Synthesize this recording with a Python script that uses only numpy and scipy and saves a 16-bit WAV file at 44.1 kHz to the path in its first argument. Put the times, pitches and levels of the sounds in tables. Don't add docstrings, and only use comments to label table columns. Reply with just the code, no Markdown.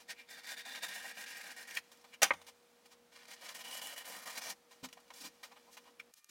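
import sys
import numpy as np
from scipy import signal
from scipy.fft import rfft, irfft, next_fast_len
from scipy.io import wavfile
from scipy.ndimage import uniform_filter1d

SR = 44100
rng = np.random.default_rng(int(sys.argv[2]) if len(sys.argv) > 2 else 0)


def generate_wav(signal):
    frames = np.transpose(np.atleast_2d(signal))
    scaled = np.clip(frames, -1, 1) * 32767
    pcm = np.round(scaled).astype(np.int16)
    wavfile.write(sys.argv[1], SR, pcm)


N = 277830
TIME = np.arange(N) / SR
MOVE_S = 6.116


def amp(db):
    return 10 ** (np.asarray(db) / 20)


def unit(x):
    return x / np.sqrt(np.mean(x ** 2) + 1e-20)


def curve(points, hz):
    f, value = np.transpose(points)
    return np.interp(np.log(hz + 1), np.log(f + 1), value)


def peaks_db(modes, f):
    return sum(db / (1 + (2 * (f - hz) / width) ** 2) for hz, width, db in modes)


def colour(x, db_at):
    return unit(irfft(rfft(x) * amp(db_at(np.fft.rfftfreq(len(x), 1 / SR))), len(x)))


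def add(mix, start_s, sound):
    part = mix[max(round(start_s * SR), 0):][:len(sound)]
    part += sound[:len(part)]


def bell(t, centre, length):
    return np.exp(-np.minimum((2 * (t - centre) / length) ** 2, 60))


def span(start_s, end_s, ramp_samples):
    return uniform_filter1d(1. * ((TIME > start_s) & (TIME < end_s)), size=ramp_samples)


def wander(rate_hz):
    knots = colour(rng.standard_normal(4096), lambda f: -10 * np.log10(1 + (f * 4096 / N / rate_hz) ** 4))
    return np.interp(TIME, np.linspace(0, N / SR, len(knots)), knots)


def fibres(size, spread_db):
    return rng.standard_normal(size) * amp(spread_db * np.minimum(rng.exponential(1, size), 5))


# frequency in Hz, relative density in dB.
WORKSHOP_AIR = [(25, -48), (60, -14.5), (120, -21), (170, -10.5), (250, -6), (330, -10), (500, -12),
                (700, -7.5), (1000, -11), (2000, -15), (5000, -18.5), (10000, -23.5), (16000, -27)]
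CLOSE_AIR = [(40, -12), (150, -11), (500, -8), (1200, -2), (2500, -5), (5000, -4), (10000, -7),
             (16000, -13)]
# frequency in Hz, level in dB.
FAN_HUM = [(237, -82), (479, -73), (546, -84.5), (958, -94.5)]
CLOSE_WHINE = [(1200, -88), (1830, -87), (2401, -83.5)]


def background(during, air, lines, air_db):
    t = TIME[during]
    hiss = colour(rng.standard_normal(next_fast_len(len(t))), lambda f: curve(air, f))[:len(t)]
    drift_rad = 0.23 * wander(rate_hz=3.3)[during]
    tones = sum(amp(db) * np.sqrt(2) * np.sin(2 * np.pi * hz * t + drift_rad) for hz, db in lines)
    return amp(air_db) * hiss + tones * amp(1.3 * wander(rate_hz=9.8)[during])


# frequency in Hz, width in Hz, boost in dB.
SHEET_MODES = [(821, 56, 4), (1007, 73, -0.5), (3790, 680, 1)]


def contact(size, thump_db, dull_db):
    body_db = 0.47 * dull_db - 3.5
    edge_db = -0.65 * dull_db - 0.6
    shape = [(30, thump_db - 31), (70, thump_db - 18), (115, thump_db - 27), (190, thump_db),
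             (300, thump_db - 2), (430, thump_db / 2 + body_db / 2 - 6.5),
             (600, body_db - 1.5), (980, body_db + 3), (1500, -1.5), (2400, -0.3),
             (3500, 1 + edge_db / 4), (6000, edge_db + 2), (9500, edge_db - 4.5), (16000, edge_db - 8)]
    return colour(fibres(size, spread_db=2.5), lambda f: curve(shape, f) + peaks_db(SHEET_MODES, f))


# start in seconds, end in seconds, rustle level in dB.
HANDLING = [(0, 0.032, -60.5), (1.825, 2.154, -71.5), (2.382, 2.95, -79), (4.686, 5.92, -73)]


def handling(knocks_per_s=7):
    out = np.zeros(N)
    rustle = contact(N, thump_db=2.5, dull_db=5) * amp(wander(rate_hz=9.3))
    for start, end, db in HANDLING:
        out += amp(db) * rustle * span(start, end, ramp_samples=1500)
        for chance, when, strength, dull in rng.random((24, 4)):
            if chance < knocks_per_s * (end - start) / 24:
                knock_s = start + when * (end - start)
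                add(out, *tap(knock_s, db + 7.5 + 5 * strength, length_s=0.0026, dull_db=24 * dull - 8))
    return out


# start in seconds, end in seconds.
IN_HIDE = [(0.28, 1.78), (3.27, 4.52)]
# start in seconds, length in seconds, force in dB.
PULLS = [(0.176, 0.042, -55.5), (0.285, 0.066, -47.5), (0.352, 0.045, -50), (0.432, 0.027, -48.5),
         (0.464, 0.078, -44), (0.561, 0.057, -46.5), (0.651, 0.14, -46), (0.821, 0.049, -47.5),
         (0.879, 0.24, -47), (1.164, 0.079, -47.5), (1.259, 0.16, -49), (1.427, 0.096, -48),
         (1.56, 0.075, -48.5), (1.67, 0.12, -46.5), (3.118, 0.14, -55.5), (3.278, 0.065, -47.5),
         (3.408, 0.12, -48), (3.54, 0.08, -46.5), (3.638, 0.16, -46.5), (3.811, 0.13, -48),
         (3.957, 0.067, -51), (4.042, 0.2, -49.5), (4.252, 0.11, -45.5), (4.408, 0.12, -43)]
# centre in seconds, force in dB, length in seconds.
SNAGS = [(0.106, -40, 0.027), (0.839, -41, 0.022), (3.714, -43, 0.0075), (4.381, -38, 0.02),
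         (4.506, -39, 0.012)]


def blade_force(creep_db=-58, attack_s=0.0034, release_s=0.0036, sag_db_per_s=-5.5):
    power = amp(creep_db) ** 2 * sum(span(start, end, ramp_samples=800) for start, end in IN_HIDE)
    slip_hz = 31.6 * np.exp(0.4 * wander(rate_hz=25))
    uneven_db = 0.72 * wander(rate_hz=16)
    t = np.arange(SR // 2) / SR
    for start, length, db in PULLS:
        here = slice(round(start * SR), round(start * SR) + len(t))
        slip_db = 1.1 * np.sin(2 * np.pi * np.cumsum(slip_hz[here]) / SR)
        gate = (1 - np.exp(-t / attack_s)) * np.exp(-np.maximum(t - length, 0) / release_s)
        add(power, start, (gate * amp(db + sag_db_per_s * t + slip_db + uneven_db[here])) ** 2)
    snags = sum(amp(db) ** 2 * bell(TIME, centre, length) for centre, db, length in SNAGS)
    return np.sqrt(abs(power + snags))


# start in seconds, end in seconds.
CUT_TIMES = [(0, 1.9), (3.0, 4.65)]
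# frequency in Hz, relative density in dB.
FIRST_RASP = [(60, -47), (115, -45), (175, -6.5), (400, -14), (520, -10.5), (800, -1.5), (1150, -9.5),
              (1900, 6), (3100, -4), (4500, 1), (7500, -2), (11500, -5), (16000, -9)]
SECOND_RASP = [(60, -44), (115, -35), (175, 0.5), (400, -4.5), (600, 4), (800, 5), (1300, -2.5),
               (2000, 0.5), (2500, -3.5), (4500, -1), (6500, -2), (11000, -3), (16000, -7.5)]
# time in seconds, body gain in dB, fizz gain in dB.
FIRST_TONE = [(0.1, -1.5, -5.5), (0.33, 2, -2), (0.7, 3.5, -1.5), (0.85, 7, 2.5), (1.2, 7, 3),
              (1.55, 5, -0.5), (1.77, 3, -1)]
SECOND_TONE = [(3.141, -10, -7), (3.45, -7.5, -6), (3.75, -2.5, 1), (4.15, -1.5, 2), (4.35, -7.5, -6.5),
               (4.52, -4.5, -5.5)]
# strongest moment in seconds, spread in seconds,
# frequency in Hz, width in Hz, relative level in dB.
BLADE_MODES = [(0.6, 1.03, 3610, 63, -7.5), (1.15, 1.26, 1655, 32, -6.5), (1.16, 0.57, 2750, 200, -10.5),
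               (0.77, 0.2, 3700, 92, -5.5), (0.42, 0.43, 4640, 170, -21), (3.83, 0.35, 2980, 100, -7.5),
               (3.86, 0.22, 3400, 50, -18), (4.07, 0.29, 1830, 320, -14), (4.25, 0.18, 1140, 150, -15.5),
               (4.47, 0.12, 5800, 500, -14)]


def cut(start, end, force, spectrum, tone, gain_db, tough_per_s=110, tough_db=21.5):
    during = (TIME >= start) & (TIME < end)
    t = TIME[during]
    force = force[during] * amp(0.86 * wander(rate_hz=250)[during])
    size = next_fast_len(len(t))
    f = np.fft.rfftfreq(size, 1 / SR)
    ticks = amp(tough_db) * rng.standard_normal(size) * (rng.random(size) < tough_per_s / SR)
    snaps = rfft(fibres(size, spread_db=2.0) + ticks)
    rasp = snaps * amp(curve(spectrum, f))
    low = 1 / (1 + (f / 1300) ** 4)
    high = 1 - 1 / (1 + (f / 5000) ** 4)
    bands = irfft(rasp * np.array([low, 1 - low - high, high]), size)[:, :len(t)] / irfft(rasp, size).std()
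    body, middle, fizz = [band * amp(2.2 * wander(rate_hz=26)[during]) for band in bands]
    tone_s, body_db, fizz_db = np.transpose(tone)
    bite = (force / amp(-39.0) + 0.044) ** 0.52
    sound = body * amp(np.interp(t, tone_s, body_db)) + middle
    sound += fizz * amp(np.interp(t, tone_s, fizz_db)) * bite
    for centre, length, hz, width, db in BLADE_MODES:
        if start < centre < end:
            note = unit(irfft(snaps / (1 + ((f - hz) / width) ** 2), size))[:len(t)]
            grip_db = 2.0 * wander(rate_hz=56)[during] - 1.2
            sound += amp(db + grip_db) * np.sqrt(bell(t, centre, length)) * note
    return start, amp(gain_db) * force * sound


# centre in seconds, level in dB, rise and decay time in seconds.
RIPS = [(0.198, -54.5, 0.022), (1.772, -30, 0.0033), (2.141, -50, 0.0079), (6.0, -44.5, 0.0027)]


def rip(centre_s, db, length_s):
    t = np.arange(-4096, 4096) / SR
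    shape = [(60, -48.5), (200, -17), (900, -17.5), (1600, -7.5), (2400, 2.0), (3700, -10.5),
             (4800, -14), (9000, -21.5), (16000, -25.5)]
    tearing = colour(fibres(len(t), spread_db=-1.0), lambda f: curve(shape, f))
    return centre_s + t[0], amp(db) * tearing * np.exp(-abs(t) / length_s)


# start in seconds, relative level in dB, decay time in seconds, dullness in dB.
TAPS = [(1.915, -54.5, 0.0078, 5), (2.041, -53.5, 0.0075, 17.5), (2.334, -43, 0.0056, 19),
        (2.414, -54, 0.0055, 13), (2.466, -53, 0.0038, 2), (4.708, -57.5, 0.017, 8),
        (4.887, -53, 0.0025, 4), (4.927, -47, 0.0036, 8), (4.971, -54.5, 0.0085, 25),
        (5.103, -46.5, 0.005, 24), (5.137, -51.5, 0.0037, -3), (5.429, -46.5, 0.015, 8.5),
        (5.768, -49, 0.0083, 12), (6.138, -47.5, 0.0019, -15), (6.244, -49.5, 0.0013, -15)]


def tap(start_s, db, length_s, dull_db):
    t = np.arange(4096) / SR
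    envelope = np.exp(-t / length_s) * (1 - np.exp(-t / (0.36 * length_s)))
    return start_s, amp(db + 5.5) * contact(len(t), thump_db=-14.5, dull_db=dull_db) * envelope


# start in seconds, relative level in dB, contact time in seconds,
# treble corner in Hz, treble slope in dB per octave, bass gain in dB.
SLAPS = [(2.2186, -23.5, 0.02, 2780, -9, -0.5), (2.2305, -12.5, 0.0028, 6720, -15, 1),
         (2.3066, -17.5, 0.003, 2210, -33, 0)]
# frequency in Hz, relative level in dB.
SLAP_BODY = [(20, -52.5), (50, -37), (110, -29.5), (170, -8.5), (260, -13.5), (450, -11.5), (620, -3.5),
             (830, -5), (1200, -6), (2000, -2.5), (4000, -5), (6000, -1), (7200, -3.5), (8000, -1.5),
             (16000, 2.5)]
# frequency in Hz, width in Hz, boost in dB.
SLAP_MODES = [(596, 65, 6), (806, 72, 5.5), (1136, 50, 5), (1547, 90, 6.5), (1830, 100, 1), (2740, 100, 4),
              (3100, 50, 8.5), (5860, 320, 6.5), (7250, 49, 9.5)]


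def slap(start_s, db, length_s, corner_hz, slope_db_per_octave, bass_db):
    t = np.arange(4096) / SR
    f = abs(np.fft.fftfreq(len(t), 1 / SR))
    gain_db = curve(SLAP_BODY, f) + peaks_db(SLAP_MODES, f)
    gain_db += slope_db_per_octave * np.log2(np.maximum(f / corner_hz, 1))
    gain_db += bass_db / (1 + (f / 600) ** 2)
    log_gain = np.log(amp(np.maximum(gain_db, -80)))
    response = np.fft.ifft(np.exp(signal.hilbert(log_gain).conj())).real
    patter = rng.standard_normal(len(t)) * np.exp(-t / length_s)
    patter[0] += 3.5
    blow = signal.fftconvolve(patter, response)[:len(t)]
    return start_s, amp(db) * blow * np.sqrt(length_s * SR / 2) / np.linalg.norm(blow)


# frequency in Hz, level in dB, t60 in seconds.
TOOL_MODES = [(3106, -64, 0.65), (3560, -54, 0.55), (6541, -67, 0.7), (7730, -66.5, 0.7), (9020, -63, 0.7),
              (9075, -63, 0.75)]
BENCH_MODES = [(66, -75, 0.38), (88, -65, 0.44), (165.6, -46.5, 0.13), (190, -49.5, 0.11)]
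HAND_KNOCK_MODES = [(187, -47.5, 0.11), (255, -42, 0.12), (425, -45, 0.056)]


def ring(start_s, modes, rise_s=0.0018):
    t = np.arange(SR) / SR
    ringing = sum(amp(db - 60 * t / t60) * np.sin(2 * np.pi * hz * t) for hz, db, t60 in modes)
    return start_s, (1 - np.exp(-t / rise_s)) * ringing


# centre in seconds, level in dB, length in seconds, dullness in dB, thump in dB.
RUBS = [(2.485, -53.5, 0.02, 6, -17), (2.86, -59.5, 0.0087, 7, -19), (2.925, -61, 0.022, 7, -11),
        (4.847, -44.5, 0.017, 5.5, 1), (5.175, -55.5, 0.047, -3.5, -5), (5.215, -48, 0.016, -3, 3),
        (5.255, -47, 0.033, 2.5, 5), (5.523, -56, 0.013, 21, -31), (5.57, -57.5, 0.015, 23, -27),
        (5.685, -62.5, 0.019, 60, 23), (5.736, -59.5, 0.029, -5, -18), (5.875, -62, 0.031, 21, -8),
        (6.181, -63, 0.028, -8, 1), (6.297, -56.5, 0.01, -6, 4)]


def rub(centre_s, db, length_s, dull_db, thump_db):
    t = np.arange(-8192, 8192) / SR
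    return centre_s + t[0], amp(db) * contact(len(t), thump_db, dull_db) * np.sqrt(bell(t, 0, length_s))


# frequency in Hz, base t60 in seconds (scaled by t60_factor).
ROOM_DECAY = [(100, 0.26), (500, 0.081), (2000, 0.066), (6000, 0.067), (16000, 0.067)]


def reflections(t60_factor, echoes_per_s=4000):
    echoes = rng.choice([-1., 1.], SR // 2) * (rng.random(SR // 2) < echoes_per_s / SR)
    hz, t, bands = signal.stft(echoes, SR, nperseg=256)
    bass_db = -5 / (1 + (hz[:, None] / 450) ** 2)
    decay_db = -60 * t / (t60_factor * curve(ROOM_DECAY, hz)[:, None])
    response = signal.istft(bands * amp(bass_db + decay_db), SR, nperseg=256)[1]
    return response / np.linalg.norm(response)


def workshop(x, direct_db, near_db, far_db):
    response = amp(near_db) * reflections(t60_factor=0.84) + amp(far_db) * reflections(t60_factor=6.6)
    return amp(direct_db) * x + signal.fftconvolve(x, np.r_[np.zeros(40), response])[:N]


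def scene():
    bench, close, force = handling(), np.zeros(N), blade_force()
    add(bench, *cut(*CUT_TIMES[0], force, FIRST_RASP, FIRST_TONE, gain_db=-3.5))
    add(bench, *cut(*CUT_TIMES[1], force, SECOND_RASP, SECOND_TONE, gain_db=-1.17))
    add(bench, *ring(start_s=SLAPS[1][0], modes=TOOL_MODES))
    add(bench, *ring(start_s=SLAPS[2][0], modes=BENCH_MODES))
    add(bench, *ring(start_s=4.83, modes=HAND_KNOCK_MODES))
    for source, rows in ((slap, SLAPS), (rip, RIPS), (tap, TAPS), (rub, RUBS)):
        for row in rows:
            add(bench if row[0] < MOVE_S else close, *source(*row))
    air = np.r_[background(TIME < MOVE_S, WORKSHOP_AIR, FAN_HUM, air_db=-70),
                background(TIME >= MOVE_S, CLOSE_AIR, CLOSE_WHINE, air_db=-75.5)]
    return (workshop(bench, direct_db=-1.5, near_db=-2.5, far_db=-25) + close + air)[None]


def record(dry):
    lowpass = signal.firwin(511, cutoff=15950, window=("kaiser", 9), fs=SR)
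    return signal.oaconvolve(dry, lowpass[None], "same")


dry = scene()
out = record(dry)
generate_wav(out)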